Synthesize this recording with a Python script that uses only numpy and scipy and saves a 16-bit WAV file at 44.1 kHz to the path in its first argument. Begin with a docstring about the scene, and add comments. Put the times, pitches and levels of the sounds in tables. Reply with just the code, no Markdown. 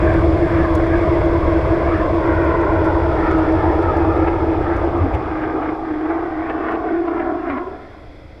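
"""In a rocket plane's cockpit and on the ground below, heard at once: the engine burns and shuts down.
On board the flame rumbles, roars and coughs, an oscillating flow howls near 330 Hz and fittings tick;
after flame-out the slipstream is left. On the ground the roar and howl arrive late, steepened into
crackle and combed by the ground echo, so they go on for two and a half seconds after the flame is out."""
import sys
import numpy as np
from scipy import signal
from scipy.fft import rfft, irfft
from scipy.io import wavfile
from scipy.ndimage import uniform_filter1d

SR = 44100
rng = np.random.default_rng(int(sys.argv[2]) if len(sys.argv) > 2 else 0)


def inscribe(sig):
    """Save sig as 16-bit PCM at rate SR to the path in sys.argv[1].

    A 1-D sig is mono; a 2-D sig holds one channel per row.
    Samples are clipped to [-1, 1] before scaling.
    """
    pcm = np.round(np.clip(np.atleast_2d(sig).T, -1, 1) * 32767)
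    wavfile.write(sys.argv[1], SR, pcm.astype(np.int16))


N = 370440
TIME = np.arange(N) / SR
FLAME_OUT_S, TRAVEL_S, PASS_S = 4.982, 2.455, 3.07  # shutdown, delay to the ground, fly-over
ROAR_SAG_DB_PER_S, ROAR_FADE_DB_PER_S = 0.97, 30
FLUTTER_DB = .6

# the howl sags, then swoops up as the flow collapses: t/s, f/Hz, level/dB before the burn envelope
HOWL = [(0, 333.1, -18), (2.5, 330.2, -19.5), (2.85, 324.4, -19), (3.07, 336.6, -21.5), (3.2, 322, -19),
        (3.33, 323.4, -16), (3.5, 318, -16.5), (3.72, 333.6, -21.5), (3.82, 325.5, -17), (3.91, 321.9, -25),
        (3.98, 326, -16.5), (4.25, 327.7, -18), (4.39, 326.6, -25.5), (4.49, 327.5, -11.5),
        (4.55, 334, -25), (4.61, 337.3, -20.5), (4.76, 331.8, -19.5), (4.9, 338.4, -21), (5.02, 329, -18.5),
        (5.048, 283, -12.5), (5.105, 251.4, -27), (5.135, 346.8, -19), (5.2, 367, -20), (5.28, 398, -35),
        (5.38, 449, -57)]
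# coughs of the flame, the last two as it dies: t/s, level/dB, half length/s, f/Hz
COUGHS = [(0.105, -19, 0.03, 88), (4.08, -19, 0.025, 76), (5.02, -15.5, 0.036, 90),
          (5.15, -13.5, 0.014, 72)]
# tone colours of the engine on board: f/Hz, relative level/dB
RUMBLE_COLOUR = [(10, -22), (25, -6.5), (38, -6.5), (65, -2), (84, -3.5), (102, -6.5), (130, -8.5),
                 (180, -15), (250, -23.5), (400, -49), (900, -91.5)]
ROAR_COLOUR = [(120, -31.5), (240, -18), (310, 8), (355, -2.5), (385, 2.5), (480, -2.5), (580, 0), (635, 9),
               (690, -2), (820, -11.5), (1020, -9), (1300, -27.5), (2100, -18.5), (2900, -32), (6000, -75)]
SNAP_COLOUR = [(1200, -24), (2050, -9), (2350, 5), (2600, -4), (3000, -8), (6000, -42)]

# fader ride of the howl on the ground: t/s, gain/dB
FAR_HOWL = [(5.25, -28), (5.43, -20.5), (5.6, -26.5), (5.7, -23), (5.78, -31), (5.88, -22), (6.12, -21),
            (6.31, -28), (6.38, -21), (6.46, -28), (6.75, -25.5), (6.84, -33), (6.96, -19.5), (7.07, -24.5),
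            (7.32, -24.5), (7.42, -31.5), (7.5, -26), (7.58, -26), (7.74, -38.5), (7.85, -60)]
# Doppler shift, a little flat until the plane turns: t/s, shift/Hz
DOPPLER = [(5.4, -13), (6.4, -6), (7, 3)]
# bursts of strong shocks on the ground: t/s, boost/dB
SHOCKS = [(4.28, 4), (5.632, 1.5), (6.11, 1.3), (6.499, 5.3), (6.685, 1.5), (6.718, 3), (6.755, 3.5),
          (7.08, 2), (7.503, 3), (7.53, 1.5), (7.582, 2.8)]
# restless air swells the distant roar's treble and its body: t/s, gain/dB
TREBLE_SWELLS = [(0, 2.5), (.15, 2.5), (.3, -9), (.55, 3), (.75, -3), (.95, 1), (1.2, -1), (1.45, -5.5),
                 (1.56, -2), (1.68, -3.5), (1.97, 1), (2.15, -8), (2.35, 2.5), (2.75, -1), (3.08, -4.5),
                 (3.24, 6.5), (3.5, -0.5), (4.15, -2), (4.28, 0), (4.45, -4), (4.76, 5.5), (4.92, -9.5),
                 (5.28, 0.5), (5.44, 4), (5.54, -8), (5.69, 4), (5.77, -16), (5.86, -0.5), (6.11, 1),
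                 (6.24, -3.5), (6.49, 3), (6.53, 1), (6.69, 8.5), (6.8, -5), (6.9, -1), (7.05, -5.5),
                 (7.2, 1.5), (7.37, -5), (7.45, 2), (7.5, 12), (7.59, 6), (7.65, -4), (7.85, 9)]
BODY_SWELLS = [(5, 0.5), (5.25, -0.5), (5.5, 2), (5.62, 4), (5.72, 0), (5.78, -2), (6, -4.5), (6.13, 2),
               (6.35, -2), (6.65, 3), (6.8, 1.5), (6.91, 5), (6.99, -4.5), (7.15, 3.5), (7.32, 2),
               (7.4, -2), (7.52, 4.5), (7.62, 6.5)]
# whistling flares in the distant roar: t/s, f/Hz, boost/dB, half length/s, glide/(Hz/s)
FLARES = [(.11, 1650, 6, .04, 0), (.17, 1520, 14, .04, 0), (0.945, 1620, 16, .045, 0),
          (.99, 2200, 4, .05, 0), (1.93, 1230, 13, .035, 0), (1.97, 1730, 8, .09, 600),
          (2.36, 1530, 3, .07, 0), (2.38, 1944, 3, .1, -300), (2.65, 1010, 3, .2, -200),
          (2.78, 1480, 6.5, .12, -400), (3.27, 1880, 5, .05, 0), (3.38, 1340, 2, .1, 900),
          (3.67, 890, 6.5, .06, 700), (3.64, 1750, 6, .07, 0), (3.9, 1290, 7, .05, 0),
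          (3.96, 1700, 6, .05, 0), (4.24, 1300, 4.5, .06, 900), (4.985, 1240, 14, .04, -1200),
          (5.62, 900, 3, .08, 0), (6.43, 2250, 6, .09, 5000), (6.66, 1180, 3.5, .07, 0),
          (6.97, 1600, 9, .04, 0), (7.26, 730, 2, .09, 0), (7.54, 1110, 9, .06, -800)]
# the ground echo lags more as the plane stands higher, and comes and goes in the wind: t/s, lag/s, gain/dB
ECHO = [(.6, .00182, -2), (1.6, .00187, 1), (2.0, .0018, 0), (2.3, .00202, 3), (2.85, .00209, 3),
        (3.2, .0022, -1), (3.7, .0023, 3), (4.35, .00235, 3), (4.75, .00242, -3), (6.1, .00253, -2),
        (6.8, .0027, 0), (7.2, .00289, 1.5)]
# EQ of the long air path and of the bounce off the ground: f/Hz, gain/dB
AIR_EQ = [(400, -2), (1200, 0), (2200, 2), (3000, -5.5), (4500, -32.5), (9000, -45.5)]
GROUND_EQ = [(200, -2.5), (900, -5), (1500, -9), (2500, -14)]
# tone colours of the exhaust from the ground: f/Hz, relative level/dB
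BODY_COLOUR = [(60, -31.5), (170, -10.5), (280, 3), (430, 1), (560, -3.5), (710, 2.5), (860, -3),
               (1030, -3), (1350, -8), (1900, -23.5), (2800, -35), (6000, -86)]
CRACKLE_COLOUR = [(500, -35), (1100, -10.5), (1600, -1), (2200, -5), (2700, -19.5), (3400, -27),
                  (4500, -42.5), (8000, -63)]
CRACK_COLOUR = [(250, -10), (600, 12), (2300, -4), (3200, -14), (4200, -25.5), (8000, -54)]

# clear ticks in the cockpit: t/s, level/dB of the first snap, length/s
TICKS = [(0.139, -44, .002), (0.7512, -34.5, .007), (0.8674, -44, .002), (1.257, -47, .002),
         (1.9754, -43, .002), (2.1515, -47, .002), (2.2628, -46, .002), (2.3291, -47, .002),
         (2.4503, -45, .002), (2.612, -45, .003), (2.7337, -44, .004), (2.8459, -44, .018),
         (3.3124, -43.5, .015), (3.3847, -45, .006), (3.524, -47, .003), (3.752, -46, .003),
         (3.8262, -47, .008), (3.9659, -45.5, .012), (3.984, -47, .004), (4.1654, -47.5, .004),
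         (4.6194, -49, .003), (4.7626, -47, .012), (4.801, -50, .003), (4.8489, -51, .003),
         (5.1432, -44, .014), (6.7186, -50, .004)]
# hiss of gas and air along the hull: t/s, level/dB in the 4-7 kHz band
HISS = [(0, -54.5), (2.15, -55.5), (2.6, -57.5), (3.25, -55), (5.1, -60.5), (5.8, -63), (8.35, -66)]
# tone colours of the ticks and the slipstream bed: f/Hz, relative level/dB
TICK_COLOUR = [(2000, -13.5), (4500, 0), (5800, -1), (7000, -5), (8600, -7.5), (11000, -11), (15000, -21)]
HISS_COLOUR = [(1500, -16), (2900, -5.5), (3350, 10.5), (3900, 0), (4500, 0), (5100, 1.5), (6200, -11.5),
               (7200, -16), (7850, -12.5), (8400, -24), (9600, -20), (10800, -15.5), (11800, -35),
               (15000, -47.5)]
BUFFET_COLOUR = [(15, -10.5), (35, -5), (80, -3.5), (130, -12.5), (300, -31.5), (900, -82.5)]
FIZZ_COLOUR = [(4000, -12.5), (7200, 4), (8600, -1.5), (10800, -3), (12000, -17), (15000, -24)]
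CABIN_COLOUR = [(12, -6), (35, -4.5), (100, -20), (250, -10), (315, 1.5), (400, -14.5), (550, -4.5),
                (750, -13), (1100, -22.5), (1500, -18), (1750, -26.5), (2000, -16), (2600, -27),
                (3500, -58)]
WIDE_COLOUR = [(1000, -22), (3800, -10), (5200, -10.5), (6500, -18), (10500, -19.5), (12000, -44)]


def onboard_engine():
    """Rumble, roar and howl carried through the airframe, whose resonance adds a low boom."""
    hz, howl_db = curves(HOWL)
    rumble = burn(-19, sag_db_per_s=1.5, fade_db_per_s=14.5) * steadied(noise(RUMBLE_COLOUR), size=8000)
    flutter = amp(FLUTTER_DB * wander(5.5))
    roar = burn(-21, ROAR_SAG_DB_PER_S, ROAR_FADE_DB_PER_S) * flutter * noise(ROAR_COLOUR)
    flow = howl(hz, rough=1.5, flutter_hz=16)
    tone = burn(howl_db + throb(), sag_db_per_s=0.5, fade_db_per_s=58) * flow
    airframe = howl(np.full(N, 83), rough=5.3, flutter_hz=13)
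    boom = burn(-25.5, sag_db_per_s=0, fade_db_per_s=48.5) * airframe
    return rumble + boom + roar + tone


def burn(level_db, sag_db_per_s, fade_db_per_s, delay_s=0):
    """The flame's envelope: a slow sag throughout, plus a quick fade once it is out."""
    out_for_s = np.maximum(TIME - delay_s - FLAME_OUT_S, 0)
    return amp(level_db - sag_db_per_s * TIME - fade_db_per_s * out_for_s)


def howl(hz, rough, flutter_hz):
    """An oscillation whose strength and phase are shaken by turbulence."""
    turbulence = wander(flutter_hz, order=8) + 1j * wander(flutter_hz, order=8)
    sway = steadied(1 + rough * turbulence)
    return np.sqrt(2) * (sway * np.exp(2j * np.pi * np.cumsum(hz) / SR)).real


def throb(rms_db=0.1):
    """A very faint, uneven tremolo for the howl, in dB."""
    rate_hz = 2.9 * (1 + 0.17 * wander(4.6))
    return -rms_db * np.sqrt(2) * np.sin(2 * np.pi * np.cumsum(rate_hz) / SR)


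def coughs():
    """Each cough is a low thump with a puff of roar; the flame lets go of the nozzle with a snap."""
    puff = amp(-10) * noise(ROAR_COLOUR) + amp(-12) * noise(RUMBLE_COLOUR)
    thumps = np.zeros(N)
    for at, db, half_s, hz in COUGHS:
        thump = np.sqrt(2) * np.cos(2 * np.pi * hz * (TIME - at))
        thumps += amp(db) * bump(at, half_s) * (thump + puff)
    snap = amp(-37.5) * bump(5.145, half_s=.011) * noise(SNAP_COLOUR)
    return thumps + snap


def distant_engine():
    """The same howl and the exhaust roar, crackling after a long way through the air."""
    hz = delayed(curves(HOWL)[0], TRAVEL_S) + curves(DOPPLER)[0]
    treble_db = curves(TREBLE_SWELLS)[0] + FLUTTER_DB * wander(7.8)
    lag_s = curves(ECHO)[0] * (1 + .01 * wander(2.5))  # eddies make the comb swirl
    burst = amp(sum(db * bump(at, half_s=.0098) for at, db in SHOCKS))
    flow = howl(hz * (1 + .02 * wander(8)), rough=.4, flutter_hz=45) * burst
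    return distant_howl(flow, treble_db, lag_s) + distant_roar(flow, burst, treble_db, lag_s)


def distant_howl(flow, treble_db, lag_s):
    """The howl as trembling shock fronts, steepest when the air lets the treble through."""
    fronts = steepened(flow, lead_s=.00016 * amp(.35 * treble_db))
    trembling = steadied(fronts * amp(2 * wander(24)), size=3000)
    return amp(curves(FAR_HOWL)[0]) * ground_echo(coloured(trembling, AIR_EQ), lag_s)


def distant_roar(flow, burst, treble_db, lag_s):
    """Exhaust noise puffs on each rising swing of the howl: body, crackle, and cracks in the bursts."""
    slope = np.clip(evened(np.gradient(flow)), -2, 2)
    puffs = amp(2 * slope + .8 * wander(50)) * rng.standard_normal(N)
    jet = steadied(twinkled(puffs, patchy_db=1.5), size=3000)
    body = unit_band(ground_echo(coloured(jet, BODY_COLOUR), lag_s), band_hz=(700, 1400))
    crackle = unit_band(ground_echo(coloured(jet, CRACKLE_COLOUR), lag_s), band_hz=(1500, 2800))
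    cracks = amp(-46) * (burst - 1) * unit_band(coloured(jet, CRACK_COLOUR), band_hz=(2600, 4000))
    # the body builds as the plane passes; the crackle sinks 1 dB a second
    body_db = -25.5 - 1.39 * abs(TIME - PASS_S) + curves(BODY_SWELLS)[0]
    crackle_db = -36.5 - TIME + treble_db
    late_fade = burn(0, sag_db_per_s=0, fade_db_per_s=44, delay_s=TRAVEL_S)
    return cracks + late_fade * (amp(body_db) * body + amp(crackle_db) * crackle)


def steepened(x, lead_s):
    """Crests travel faster than troughs and pile up into shock fronts."""
    arrival = TIME - lead_s * x
    latest = np.maximum.accumulate(arrival)
    earliest = np.minimum.accumulate(arrival[::-1])[::-1]
    return np.interp(TIME, (latest + earliest) / 2, x)


def twinkled(x, patchy_db, flare_half_hz=110):
    """Eddies along the path focus and scatter patches of the spectrum; FLARES places the whistles."""
    hz, t, spectrum = signal.stft(x, SR, nperseg=1024)
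    patches = rng.standard_normal(spectrum.shape)
    for _ in range(2):
        patches = uniform_filter1d(uniform_filter1d(patches, size=4, axis=0), size=7, axis=1)
    depth_db = patchy_db * np.sqrt(np.minimum(hz, 2000) / 1000)
    gain_db = depth_db[:, None] * evened(patches)
    for at, pitch, db, half_s, glide in FLARES:
        detune_hz = hz[:, None] - pitch - glide * (t - at)
        gain_db += db * np.exp(-((t - at) / half_s) ** 2 - (detune_hz / flare_half_hz) ** 2)
    return signal.istft(spectrum * amp(gain_db), nperseg=1024)[1][:N]


def ground_echo(x, lag_s):
    """The ground returns a later, duller copy: a comb that slides down as the lag grows."""
    return x + amp(curves(ECHO)[1]) * delayed(coloured(x, GROUND_EQ), lag_s)


def ticks(rattles_per_s=50, gap_s=.0035, run_fade_db=4, decay_s=.0007):
    """Fittings chatter in the shaking cockpit: quick runs of snaps over a rattle that follows the roar."""
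    sizes = amp(4 * np.minimum(rng.exponential(1, N), 3))
    knocks = (rng.random(N) < rattles_per_s / SR) * sizes
    knocks *= burn(-59, ROAR_SAG_DB_PER_S, ROAR_FADE_DB_PER_S)
    for at, db, length_s in TICKS:
        gaps = rng.uniform(.5, 1.5, 12)
        after_s = gap_s * (np.cumsum(gaps) - gaps[0])
        after_s = after_s[after_s < length_s]
        knocks[np.round((at + after_s) * SR).astype(int)] += amp(db - run_fade_db * after_s / length_s)
    snap = np.exp(-np.arange(400) / SR / decay_s)
    return signal.oaconvolve(knocks, snap)[:N] * noise(TICK_COLOUR)


def slipstream():
    """Air buffets and rushes round the canopy, with a thin, slightly wide hiss that fizzes at first."""
    hiss_db = curves(HISS)[0]
    hiss = amp(hiss_db) * unit_band(noise(HISS_COLOUR), band_hz=(4000, 7000))
    buffet = amp(hiss_db + 25.5) * noise(BUFFET_COLOUR)
    fizz = amp(-63.5 - 3 * TIME) * noise(FIZZ_COLOUR)
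    side = amp(-74.5) * noise(WIDE_COLOUR)
    cabin = amp(-42.5) * noise(CABIN_COLOUR)
    return cabin + buffet + hiss + fizz + np.array([side, -side])


def amp(db):
    """Decibels to gain."""
    return 10 ** (np.asarray(db) / 20)


def evened(x):
    """Scales to rms 1."""
    return x / np.sqrt(np.mean(abs(x) ** 2) + 1e-20)


def curves(rows):
    """A table's columns after t/s as automation curves, one value a sample."""
    t, *columns = np.transpose(rows)
    return [np.interp(TIME, t, column) for column in columns]


def bump(at, half_s):
    """A smooth rise and fall around one moment."""
    return np.exp(-((TIME - at) / half_s) ** 2)


def delayed(x, lag_s):
    """A delay line with a steady or moving lag."""
    return np.interp(TIME - lag_s, TIME, x)


def coloured(x, points):
    """An EQ curve drawn on a log-frequency axis."""
    hz, db = np.transpose(points)
    f = np.fft.rfftfreq(len(x), 1 / SR)
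    return irfft(rfft(x) * amp(np.interp(np.log(f + 1), np.log(hz), db)), len(x))


def unit_band(x, band_hz):
    """Scales a sound so that one band of it has rms 1."""
    f = np.fft.rfftfreq(N, 1 / SR)
    in_band = (f > band_hz[0]) & (f < band_hz[1])
    return x / np.std(irfft(rfft(x) * in_band, N))


def noise(points):
    """Turbulent noise of a given colour, rms 1."""
    return evened(coloured(rng.standard_normal(N), points))


def wander(rate_hz, order=2):
    """Random modulation, rms 1; a higher order keeps it more strictly below the rate."""
    f = np.fft.rfftfreq(N, 1 / SR)
    return evened(irfft(rfft(rng.standard_normal(N)) / (1 + (f / rate_hz) ** order), N))


def steadied(x, size=6000):
    """A leveller over `size` samples: keeps quick flutter and irons out slow swings."""
    return x / np.sqrt(uniform_filter1d(abs(x) ** 2, size) + 1e-9)


def scene():
    """Cockpit and ground mixed near the centre over the slipstream bed, with a trace of width."""
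    cockpit = onboard_engine() + coughs() + ticks()
    ground = distant_engine()
    pan = amp([[.13], [-.13]])  # a hair to the left
    side = amp(-32) * delayed(cockpit, .011)
    return pan * cockpit + ground + slipstream() + np.array([side, -side])


def record(dry):
    """Soft overload on the highest peaks, then a low-pass at 15450 Hz."""
    rounded = dry / (1 + (dry / .75) ** 8) ** (1 / 8)
    lowpass = signal.firwin(511, 15450, window=("kaiser", 9), fs=SR)
    return signal.oaconvolve(rounded, lowpass[None], "same")


dry = scene()
out = record(dry)
inscribe(out)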